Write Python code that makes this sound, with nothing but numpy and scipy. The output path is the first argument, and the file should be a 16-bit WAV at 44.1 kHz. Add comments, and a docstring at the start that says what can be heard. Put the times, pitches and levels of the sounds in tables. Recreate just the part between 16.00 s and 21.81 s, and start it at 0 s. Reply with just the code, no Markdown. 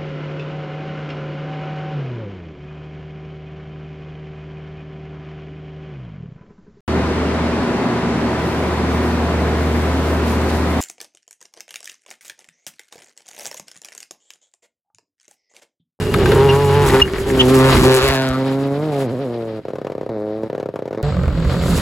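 """A three-cylinder turbo rally car on a gravel road, from a stereo microphone on the verge, 4.5 m off.
It storms up, lifts, passes and pulls away, each firing ringing the exhaust, which pops off the throttle
and breaks into single bangs when the ignition is cut. The turbo whistles, tyres spray stones and air
buffets the microphone; distance, jolts and throttle set the road noise, and the banks answer dully.
Then a splice clicks as the sound cuts abruptly to a second car coming up, burbling off the throttle."""
import sys
import numpy as np
from scipy import signal
from scipy.fft import rfft, irfft, next_fast_len
from scipy.io import wavfile
from scipy.ndimage import uniform_filter1d, map_coordinates

SR = 44100
rng = np.random.default_rng(int(sys.argv[2]) if len(sys.argv) > 2 else 0)


def transcribe(signal):
    """Save signal, clipped to [-1, 1], as a 16-bit WAV file at the path in sys.argv[1]."""
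    frames = np.atleast_2d(signal).T
    limited = np.clip(frames, -1, 1)
    pcm = np.round(limited * 32767).astype(np.int16)
    wavfile.write(sys.argv[1], SR, pcm)


N = 256220
T = np.arange(N) / SR
PASS_S, CLOSEST_M, SPEED_M_PER_S = 1.702, 4.47, 20.6  # the first car's path past the microphone
SECOND_CAR_S = 5.029

# engine speed, one table a pull: time_s, firing_hz
REVS = [
    [(.12, 142.3), (.23, 128.4), (.286, 137.9), (.346, 132), (.454, 140.5), (.49, 134.7), (.6, 142.5),
     (.71, 138), (.76, 144.3), (.83, 141.7), (.87, 132.9), (.93, 130.7), (1.02, 136)],
    [(1.27, 136), (1.446, 125.5), (1.526, 133), (1.572, 128.6), (1.682, 133.6), (1.76, 127.5),
     (1.964, 131.8), (1.994, 125.6), (2.044, 138.4), (2.09, 130.8), (2.118, 137.8), (2.156, 132),
     (2.33, 130.6), (2.78, 140.4), (3.03, 134.7), (3.08, 112.1), (3.3, 119.3), (3.6, 106.9)],
    [(4.09, 116.4), (4.18, 104.9), (4.48, 111.2)],
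    [(5.02, 110.3)],
    [(5.03, 143.3), (5.11, 153)],
]
# the revs flare as the wheels go light over a crest: time_s, extra_hz, half_length_s
FLARES = [(2.855, 16.4, 0.077), (3.127, 25, 0.017), (3.218, 25, 0.043)]
# exhaust at the verge, one table a pull: time_s, firing_note_db, octave_db, bark_db, rasp_db
PULLS = [
    [(0, -32, -54, -29.5, -51), (.38, -16, -37, -13, -23.5), (.65, -19.5, -38, -19, -30),
     (.82, -16, -41, -17, -21.5), (.905, -26, -25, -22.5, -26), (.945, -20, -21, -11.5, -18),
     (.985, -26, -23.5, -14.5, -24), (1.02, -22, -30, -35, -27)],
    [(1.27, -27, -27, -21.5, -37), (1.51, -19, -16, -13.5, -34), (1.61, -16, -16.5, -14, -20.5),
     (1.69, -14.5, -21.5, -18, -19), (1.79, -18.5, -16.5, -29.5, -28), (1.86, -16.5, -19, -10, -24),
     (1.92, -19.5, -28, -11.5, -24), (1.99, -24, -43, -10.5, -26.5), (2.12, -23, -25.5, -23, -25.5),
     (2.6, -25.5, -21.5, -28, -35), (3.03, -25.5, -27, -22, -36), (3.07, -27, -27, -28.5, -39.5),
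     (3.4, -34.5, -32.5, -25.5, -43.5), (3.6, -37, -36, -32, -44.5)],
    [(4.09, -37.5, -32.5, -27.5, -39), (4.3, -40.5, -33, -27, -43), (4.48, -42, -33.5, -31.5, -43)],
    [(4.97, -42, -35, -30, -34.5), (5.02, -57, -32, -28, -38)],
    [(5.03, -18.5, -36, -26, -33), (5.11, -19.5, -53, -27.5, -35)],
]
# the bands of those four levels: low_hz, high_hz
REGISTERS = [(70, 195), (195, 325), (325, 740), (740, 7000)]
# crankshaft drone: time_s, level_db
CRANK = [(.3, -23.5), (.82, -15.5), (1.02, -58)]
# exhaust from ahead of the car and from behind: frequency_hz, gain_db
FRONT_COLOUR = [(135, 11), (260, 1), (400, 11.5), (540, -2.5), (690, -10), (850, 4.5), (1150, -1.5),
                (2200, -10), (3500, -15), (9000, -39.5)]
REAR_COLOUR = [(25, -82), (110, 13.5), (240, 11), (500, 21.5), (680, 10.5), (830, 0.5), (1400, -11.5),
               (2300, -19.5), (2900, -50), (3800, -22.5), (8000, -47), (12000, -32), (16000, -88)]
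# gas spat as the tailpipe swings past the microphone: frequency_hz, gain_db
SPIT_COLOUR = [(700, -11), (1300, 2), (2200, 2.5), (4200, 3), (6500, -10), (16000, -38)]
# exhaust resonances shifting as the car sweeps by, one table each: time_s, pitch_hz, level_db
HONK = [(1.58, 600, -26), (1.69, 600, -16.5), (1.8, 553, -46), (2, 546, -25), (2.13, 753, -24),
        (2.23, 685, -22.5), (2.42, 550, -52)]
SNARLS = [
    [(.33, 890, -40), (.58, 1000, -25.5), (.85, 850, -30.5)],
    [(1.5, 1192, -28), (1.86, 1210, -32), (1.93, 1430, -38), (2, 1287, -24), (2.15, 1176, -37)],
    [(2.06, 2200, -25), (2.2, 1520, -35), (2.37, 1270, -22)],
    [(2.91, 820, -27.5), (3.07, 795, -43)],
]
# rough ground shakes the car: time_s, half_length_s, strength (0-1)
JOLTS = [(0.16, 0.051, 0.33), (0.281, 0.15, 0.96), (0.895, 0.075, 0.89), (1.32, 0.16, 0.44),
         (1.791, 0.086, 1)]
# turbo chirps: time_s, pitch_hz, level_db, half_length_s, pitch_scatter (share)
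CHIRPS = [(0.501, 2807, -15, 0.011, 0.027), (1.023, 2843, -0.5, 0.0058, 0.0028),
          (1.407, 3085, -6, 0.012, 0.058)]
# the first car's road noises, by name:
# closest_db, coming_loss_db and going_loss_db (per doubling of distance), jolt_gain_db, lift_loss_db
ROAD = {"buffet": (-28.5, 2, 18, 12.5, 2.5), "roar": (-21, 3, 8, 1, 8), "spray": (-33, 3, 9.5, 2.5, 8.5),
        "shell": (-33.5, -3, 4, 7.5, -1.5), "hollow": (-30.5, 0, 16, 9.5, -3.5)}
# tyre roar, flying grit and air on the microphone: frequency_hz, gain_db
ROAR_COLOUR = [(60, -34), (250, 7), (1300, 5.5), (5000, -7.5), (16000, -81)]
SPRAY_COLOUR = [(1500, -13.5), (7500, 7), (11000, 6), (16000, -5.5)]
BUFFET_COLOUR = [(20, -34), (50, -3), (70, 3), (200, -44), (2000, -89)]
# wheelspin flings a sheet of grit: start_s, end_s, extra_db
WHEELSPIN = [(0.82, 1.034, 3.5), (1.916, 2.163, 6.5), (2.92, 3.067, 10.5), (5.044, 5.103, 4.5)]
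# a car bottoms in ruts: start_s, level_db
THUDS = [(1.011, -16.5), (2.026, -17), (2.084, -15), (2.294, -21.5), (5.269, -14.5), (5.454, -9)]
# stones strike the underbody: start_s, relative_db, pitch_hz
STONES = [(0.1405, -9, 1300), (0.258, -12, 1600), (0.318, -12, 1580), (0.898, -15, 1950),
          (0.9994, -11.5, 1950), (1.768, -13, 2100)]
# a stone's crack: frequency_hz, gain_db
STONE_COLOUR = [(300, -11), (1200, 20.5), (3800, 8.5), (6000, -4), (12000, 2), (16000, -53)]
# off-throttle pops: start_s, level_db
POPS = [(1.054, -25.5), (1.077, -24), (1.136, -19.5), (1.159, -26), (1.183, -18), (1.279, -38),
        (1.302, -21)]
# a pop in the manifold: frequency_hz, gain_db
POP_COLOUR = [(150, -15), (400, 21), (650, -15), (1000, 0.5), (2000, 8.5), (3500, -20), (16000, -56)]
# pebbles land near the microphone: start_s, level_db
PEBBLES = [(1.942, -17), (1.949, -17.5), (1.964, -18), (2.078, -19.5), (2.086, -18), (2.22, -30),
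           (2.288, -25.5)]
# lone firings down the road: start_s, level_db, relative_crack_db
BANGS = [(3.652, -15.5, -26), (3.683, -13, -23), (3.703, -18, -21.5), (3.734, -12, -31),
         (3.755, -15, -19.5), (3.784, -14, -24), (3.815, -14, -25), (3.847, -13.5, -24),
         (3.868, -13, -20.5), (3.899, -13.5, -25), (3.919, -15.5, -19), (3.951, -13, -29),
         (3.98, -13, -28.5), (4.011, -12, -26), (4.031, -16, -27), (4.063, -13, -30), (4.092, -11.5, -27),
         (4.433, -11.5, -25), (4.499, -12, -25.5), (4.529, -12, -29), (4.549, -12, -22), (4.579, -13, -25),
         (4.599, -12.5, -20), (4.628, -12, -26), (4.658, -11.5, -26), (4.688, -12, -28.5),
         (4.739, -14.5, -31), (4.758, -13.5, -20), (4.79, -14, -22), (4.822, -12, -28), (4.855, -14.5, -23),
         (4.877, -14, -22.5), (4.908, -13.5, -26), (4.928, -13, -22), (4.947, -15, -21.5),
         (4.974, -14, -24)]
# the second car's road noises: time_s, buffet_db, roar_db, spray_db, shell_db
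SECOND_ROAD = [(5.03, -26.5, -37.5, -65, -34), (5.3, -19, -44.5, -67, -26), (5.5, -32, -34.5, -53.5, -24.5),
               (5.7, -20, -30.5, -36.5, -19), (5.8, -24, -29, -34, -20)]
# its coarser grit: frequency_hz, gain_db
GRIT_COLOUR = [(1500, -8), (4500, 6.5), (5800, -11), (7600, 2.5), (16000, -70)]
# its engine coasting: time_s, cycle_hz, third_harmonic_db, fourth_harmonic_db, pop_db
BURBLE = [(5.1, 44, -29, -27, -25.5), (5.26, 44.8, -20, -26.5, -22), (5.38, 40, -31, -20, -26.5),
          (5.5, 42.8, -20.5, -25.5, -20.5), (5.8, 43, -29, -19, -26)]
# its soft pops: frequency_hz, gain_db
BURBLE_COLOUR = [(150, -24), (380, -4), (550, 17.5), (750, -13), (1200, 3), (3000, -18.5), (16000, -73)]
# stereo width of the noises: frequency_hz, side_against_mid_db
WIDTH = [(100, -4), (400, -10.5), (1400, -16), (4000, 0.5), (8000, -20)]
# the microphone's balance: frequency_hz, left_minus_right_db
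BALANCE = [(150, -2.5), (400, 0), (1500, 2.5), (4400, -0.5)]
# phase between its channels: frequency_hz, phase_rad
CHANNEL_PHASE = [(7400, 0), (9050, 3.14), (13700, 9.42), (15200, 12.5)]


def amp(db):
    """Decibels to gain."""
    return 10 ** (np.asarray(db) / 20)


def unit(x):
    """Scale to rms 1."""
    return x / np.sqrt(np.mean(x ** 2) + 1e-20)


def even(x):
    """Hold the running rms at 1."""
    power = uniform_filter1d(uniform_filter1d(x ** 2, size=1500), size=1500)
    return x / np.sqrt(np.abs(power) + 1e-12)


def along(points, hz):
    """Read (frequency_hz, value) points on a log frequency axis."""
    knots_hz, values = np.transpose(points)
    return np.interp(np.log(hz + 1), np.log(knots_hz + 1), values)


def curves(rows):
    """One value per sample for each column after the time."""
    times, *columns = np.transpose(rows)
    return [np.interp(T, times, column) for column in columns]


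def wobble(rate):
    """A smooth random curve, rate knots a second."""
    return map_coordinates(rng.standard_normal(int(N * rate / SR) + 4), [T * rate])


def swell(time_s, half_s):
    """A bell-shaped rise and fall around a moment."""
    return np.exp(-((T - time_s) / half_s) ** 2)


def gate(start_s, end_s, ramp_samples):
    """1 between two moments, with ramped edges."""
    return uniform_filter1d(1. * ((T > start_s) & (T < end_s)), size=ramp_samples)


def filtered(x, response):
    """x times a response of frequency."""
    size = next_fast_len(N + 8192)
    return irfft(rfft(x, size) * response(np.fft.rfftfreq(size, 1 / SR)), size)[..., :N]


def ring(colour, sweep=0, size=4096):
    """Causal impulse response with this spectrum, peak 1; with sweep, the lows trail the highs."""
    hz = np.fft.rfftfreq(size, 1 / SR)
    cepstrum = irfft(np.log(amp(along(colour, hz))))
    cepstrum[1:size // 2] *= 2  # fold to minimum phase
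    cepstrum[size // 2 + 1:] = 0
    response = irfft(np.exp(rfft(cepstrum) - 2j * np.pi * sweep * np.log(hz + 100)))
    return response / np.abs(response).max()


def through(x, response):
    """x convolved with a response."""
    return signal.fftconvolve(x, response)[:N]


def impulses(times, sizes):
    """Impulses shared between neighbouring samples."""
    at = np.clip(np.asarray(times) * SR, 0, N - 1)
    i = at.astype(int)
    return (np.bincount(i, sizes * (1 - at + i), N + 1) + np.bincount(i + 1, sizes * (at - i), N + 1))[:N]


def noise(colour):
    """Mono noise of rms 1."""
    return unit(filtered(rng.standard_normal(N), lambda hz: amp(along(colour, hz))))


def spread(colour):
    """Stereo noise whose width varies with frequency."""
    mid = noise(colour)
    side = filtered(noise(colour), lambda hz: amp(along(WIDTH, hz)))
    return np.array([mid + side, mid - side])


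def decays(times, db, t60):
    """Envelope of blows that each fall 60 dB in t60 seconds."""
    return through(impulses(times, amp(db)), amp(-60 * T[:SR // 4] / t60))


def distance():
    """The first car's distance from the microphone, in multiples of the closest."""
    return np.hypot(1, SPEED_M_PER_S * (T - PASS_S) / CLOSEST_M)


def jolt():
    """How hard the car is shaken, 0 to about 1."""
    return sum(strength * swell(time_s, half_s) for time_s, half_s, strength in JOLTS)


def throttle(ramp_samples=200):
    """1 during a pull, 0 between pulls."""
    pulling = sum(1. * ((T >= pull[0][0]) & (T < pull[-1][0])) for pull in PULLS)
    return uniform_filter1d(pulling, size=ramp_samples)


def slack(spool_s=0.16):
    """Missing power, 0-1: lost as the throttle shuts, regained as the turbo spools up."""
    shut = 1 - throttle(ramp_samples=1000)
    memory = np.exp(-T[:SR] / spool_s)
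    return np.maximum(shut, through(shut, memory / memory.sum()))


def road_db(name):
    """Level of one road noise: it follows distance, jolts and throttle until the second car takes over."""
    closest_db, coming_db, going_db, jolt_db, lift_db = ROAD[name]
    loss_db = np.where(T < PASS_S, coming_db, going_db) * np.log2(distance())
    first = closest_db - loss_db + jolt_db * jolt() - lift_db * slack()
    second = dict(zip(ROAD, curves(SECOND_ROAD) + [-63]))[name]  # its hollow ring stays faint
    return np.where(T < SECOND_CAR_S, first, second)


def resonance(x, glide, width_hz):
    """The part of x inside a moving resonance, at the level that the glide gives."""
    hz, db = curves(glide)
    carrier = np.exp(2j * np.pi * np.cumsum(hz) / SR)
    band = np.real(carrier * signal.lfilter(*signal.butter(2, width_hz / 2, fs=SR), x / carrier))
    return amp(db) * even(band) * gate(glide[0][0], glide[-1][0], ramp_samples=1500)


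def engine(scatter_db=1.0, cylinder_db=-0.65, turn_s=2.1, spit_db=-23):
    """One exhaust pulse a firing; its colour changes as the tailpipe swings towards the microphone."""
    flare_hz = sum(extra_hz * swell(time_s, half_s) for time_s, extra_hz, half_s in FLARES)
    hz = curves(np.vstack(REVS))[0] + flare_hz
    firings = np.cumsum(hz * (1 + .005 * wobble(30))) / SR
    count = np.arange(1, int(firings[-1]))
    jitter, pulse_scatter, puff_scatter = rng.standard_normal((len(count), 3)).T
    times = np.interp(count, firings, T) + .00002 * jitter
    imbalance = np.cos(2 * np.pi * count / 3)  # the three cylinders fire unequally
    pulses = impulses(times, amp(cylinder_db * imbalance + scatter_db * pulse_scatter))
    puffs = unit(decays(times, 2 * puff_scatter, t60=0.039))  # turbulent gas from each firing
    behind = np.clip(.5 + (T - turn_s) / 0.32, 0, 1)
    front, rear = ring(FRONT_COLOUR, sweep=2.5), ring(REAR_COLOUR, sweep=0.726)
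    pipe = lambda x: (1 - behind) * unit(through(x, front)) + behind * unit(through(x, rear))
    clean, turbulent = pipe(pulses), pipe(puffs * rng.standard_normal(N))
    # the turbulent share grows with jolts and, mostly in the rasp, far down the road
    rough = .01 + .75 * jolt() ** 2
    far = .5 * behind * (1 - 1 / distance()) ** 4
    shares = np.clip([rough + far / 20, rough + far], 0, 1)
    exhaust, rasp = np.sqrt(1 - shares) * clean + np.sqrt(shares) * turbulent
    spit = unit(through(pulses, ring(SPIT_COLOUR)) * (1 + 0.076 * rng.standard_normal(N)))
    out = amp(spit_db) * swell(time_s=1.985, half_s=0.27) * spit
    out += resonance(exhaust, HONK, width_hz=150)
    out += sum(resonance(rasp, glide, width_hz=330) for glide in SNARLS)
    sources = [exhaust, exhaust, exhaust, rasp]
    for (low_hz, high_hz), db, source in zip(REGISTERS, curves(np.vstack(PULLS)), sources):
        band = lambda f: 1 / (1 + (f / high_hz) ** 12) - 1 / (1 + (f / low_hz) ** 12)
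        out += amp(db) * even(filtered(source, band))
    crank = np.sin(2 * np.pi * firings * 2 / 3)  # three firings take two turns of the crankshaft
    return throttle() * (out + amp(curves(CRANK)[0]) * crank)


def turbo(whistle_db=-38, whistle_hz=2835, overtone_db=-22):
    """The turbo sings thinly under boost on the approach and chirps when pressure is let off."""
    envelope = amp(whistle_db + 1.6 * wobble(18)) * np.interp(T, [0, .78, .9], [1, 1, 0])
    out = envelope * np.sin(2 * np.pi * np.cumsum(whistle_hz * (1 + 0.0213 * wobble(200))) / SR)
    for time_s, hz, db, half_s, scatter in CHIRPS:
        phase = 2 * np.pi * np.cumsum(hz * (1 + scatter * wobble(900))) / SR
        envelope = amp(db) * np.exp(-np.abs((T - time_s) / half_s) ** 3)
        out += envelope * (np.sin(phase) + amp(overtone_db) * np.sin(2 * phase))
    return out


def gravel(roar_trim_db=0.5, spray_trim_db=3.0, grain_db=2):
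    """Tyres roar on the loose surface and fling grit in clumps, more of it under wheelspin."""
    spin_db = sum(db * gate(start_s, end_s, ramp_samples=700) for start_s, end_s, db in WHEELSPIN)
    clumps = lambda: unit(amp(grain_db * wobble(700) + 2.42 * wobble(40)))
    roar = amp(road_db("roar") + roar_trim_db + spin_db / 2) * clumps() * spread(ROAR_COLOUR)
    spray = amp(road_db("spray") + spray_trim_db + spin_db) * clumps() * spread(SPRAY_COLOUR)
    return roar + spray


def rumble():
    """Air buffets the microphone; the car's shell rumbles and thuds, and its exhaust rings hollowly."""
    air = amp(road_db("buffet")) * even(noise(BUFFET_COLOUR))
    pipe = noise([(200, -31), (300, -13.0), (385, 23.5), (430, 11.5), (500, -49), (3000, -67)])
    shell = noise([(40, -13.5), (160, -3.5), (450, -14.5), (4000, -56.5)])
    times, db = np.transpose(THUDS)
    thuds = through(impulses(times, amp(db)), ring(BUFFET_COLOUR))
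    return air + amp(road_db("shell")) * shell + amp(road_db("hollow")) * pipe + thuds


def hillside(x, t60=0.11, delay_samples=220):
    """Banks and trees scatter a short, dull, diffuse answer."""
    tails = (amp(-60 * T / t60) * spread(ROAR_COLOUR))[:, :SR // 2]
    return np.array([through(x, np.pad(h, (delay_samples, 0)) / np.linalg.norm(h)) for h in tails])


def stones(crack_db=-5, crack_t60=0.047, ring_db=-4, ring_t60=.06):
    """Each stone cracks against the car and rings the part that it hits."""
    times, db, _ = np.transpose(STONES)
    t = T[:SR // 4]
    rings = np.zeros(N + len(t))
    for start_s, stone_db, hz in STONES:
        phase = 2 * np.pi * np.cumsum(hz * (1 + .3 * rng.standard_normal(len(t)))) / SR
        rings[int(start_s * SR):][:len(t)] += amp(stone_db + ring_db - 60 * t / ring_t60) * np.sin(phase)
    return decays(times, db + crack_db, crack_t60) * spread(STONE_COLOUR) + rings[:N]


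def pops():
    """Off the throttle, fuel pops in the hot manifold."""
    times, db = np.transpose(POPS)
    return decays(times, db, t60=0.067) * spread(POP_COLOUR)


def pebbles():
    """Flung pebbles land close to the microphone, each with a short bright click."""
    times, db = np.transpose(PEBBLES)
    return decays(times, db, t60=0.018) * spread(SPRAY_COLOUR)


def bangs(crack_trim_db=5, crack_lag_s=0.001017):
    """With most sparks cut, lone firings slam out of the tailpipe, each with a crack of burning gas."""
    times, db, crack_db = np.transpose(BANGS)
    slam = through(impulses(times, amp(db)), ring(REAR_COLOUR, sweep=0.558))
    crack = decays(times + crack_lag_s, db + crack_db + crack_trim_db, t60=0.052)
    return slam + crack * noise([(200, -24), (750, 16.5), (1700, 2), (4500, -11.5), (16000, -30)])


def splice(click_db=-12):
    """A splice clicks as the sound cuts abruptly to the second car."""
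    return impulses([SECOND_CAR_S], amp(click_db))


def second_grit(grit_db=-8, grain_db=2):
    """The second car's tyres throw coarser grit, a gravelly rush that grows with their roar."""
    level_db = road_db("roar") + grit_db + grain_db * wobble(700)
    return (T >= SECOND_CAR_S) * amp(level_db) * spread(GRIT_COLOUR)


def burble(scatter_db=1.0, waver_db=4):
    """The second car coasts on one firing a cycle: a drone on low harmonics, and a soft pop each time."""
    hz, third_db, fourth_db, pop_db = curves(BURBLE)
    cycles = np.cumsum(hz * (T >= BURBLE[0][0])) / SR
    drone = sum(amp(db + waver_db * wobble(25)) * np.sin(2 * np.pi * harmonic * cycles)
                for harmonic, db in [(2, third_db - 3), (3, third_db), (4, fourth_db)])
    times = np.interp(np.arange(1, int(cycles[-1]) + 1), cycles, T)
    puffs = decays(times, scatter_db * rng.standard_normal(len(times)), t60=0.066)
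    return drone + amp(pop_db) * puffs * spread(BURBLE_COLOUR)


def scene(echo_db=-20, left_lead_s=0.00013):
    """Cars, tyres and air, heard from the verge between the banks of the road."""
    car = engine() + bangs() + turbo()
    shift_s = left_lead_s * swell(PASS_S, half_s=0.83) / 2  # passing, it reaches the left side first
    direct = np.array([np.interp(T + shift_s, T, car), np.interp(T - shift_s, T, car)])
    return (direct + amp(echo_db) * hillside(car) + pops() + burble()
            + gravel() + stones() + pebbles() + rumble() + second_grit() + splice())


def record(dry, top_hz=16000):
    """The microphone's channels go in and out of phase up the treble; peaks round off, the top is cut."""
    sides = np.array([[1], [-1]]) / 2
    balance = lambda hz: amp(sides * along(BALANCE, hz))
    twist = lambda hz: np.exp(-1j * sides * along(CHANNEL_PHASE, hz))
    pair = filtered(dry, lambda hz: balance(hz) * twist(hz))
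    rounded = pair / (1 + np.abs(pair) ** 8) ** (1 / 8)
    return filtered(rounded, lambda hz: hz < top_hz)


dry = scene()
out = record(dry)
transcribe(out)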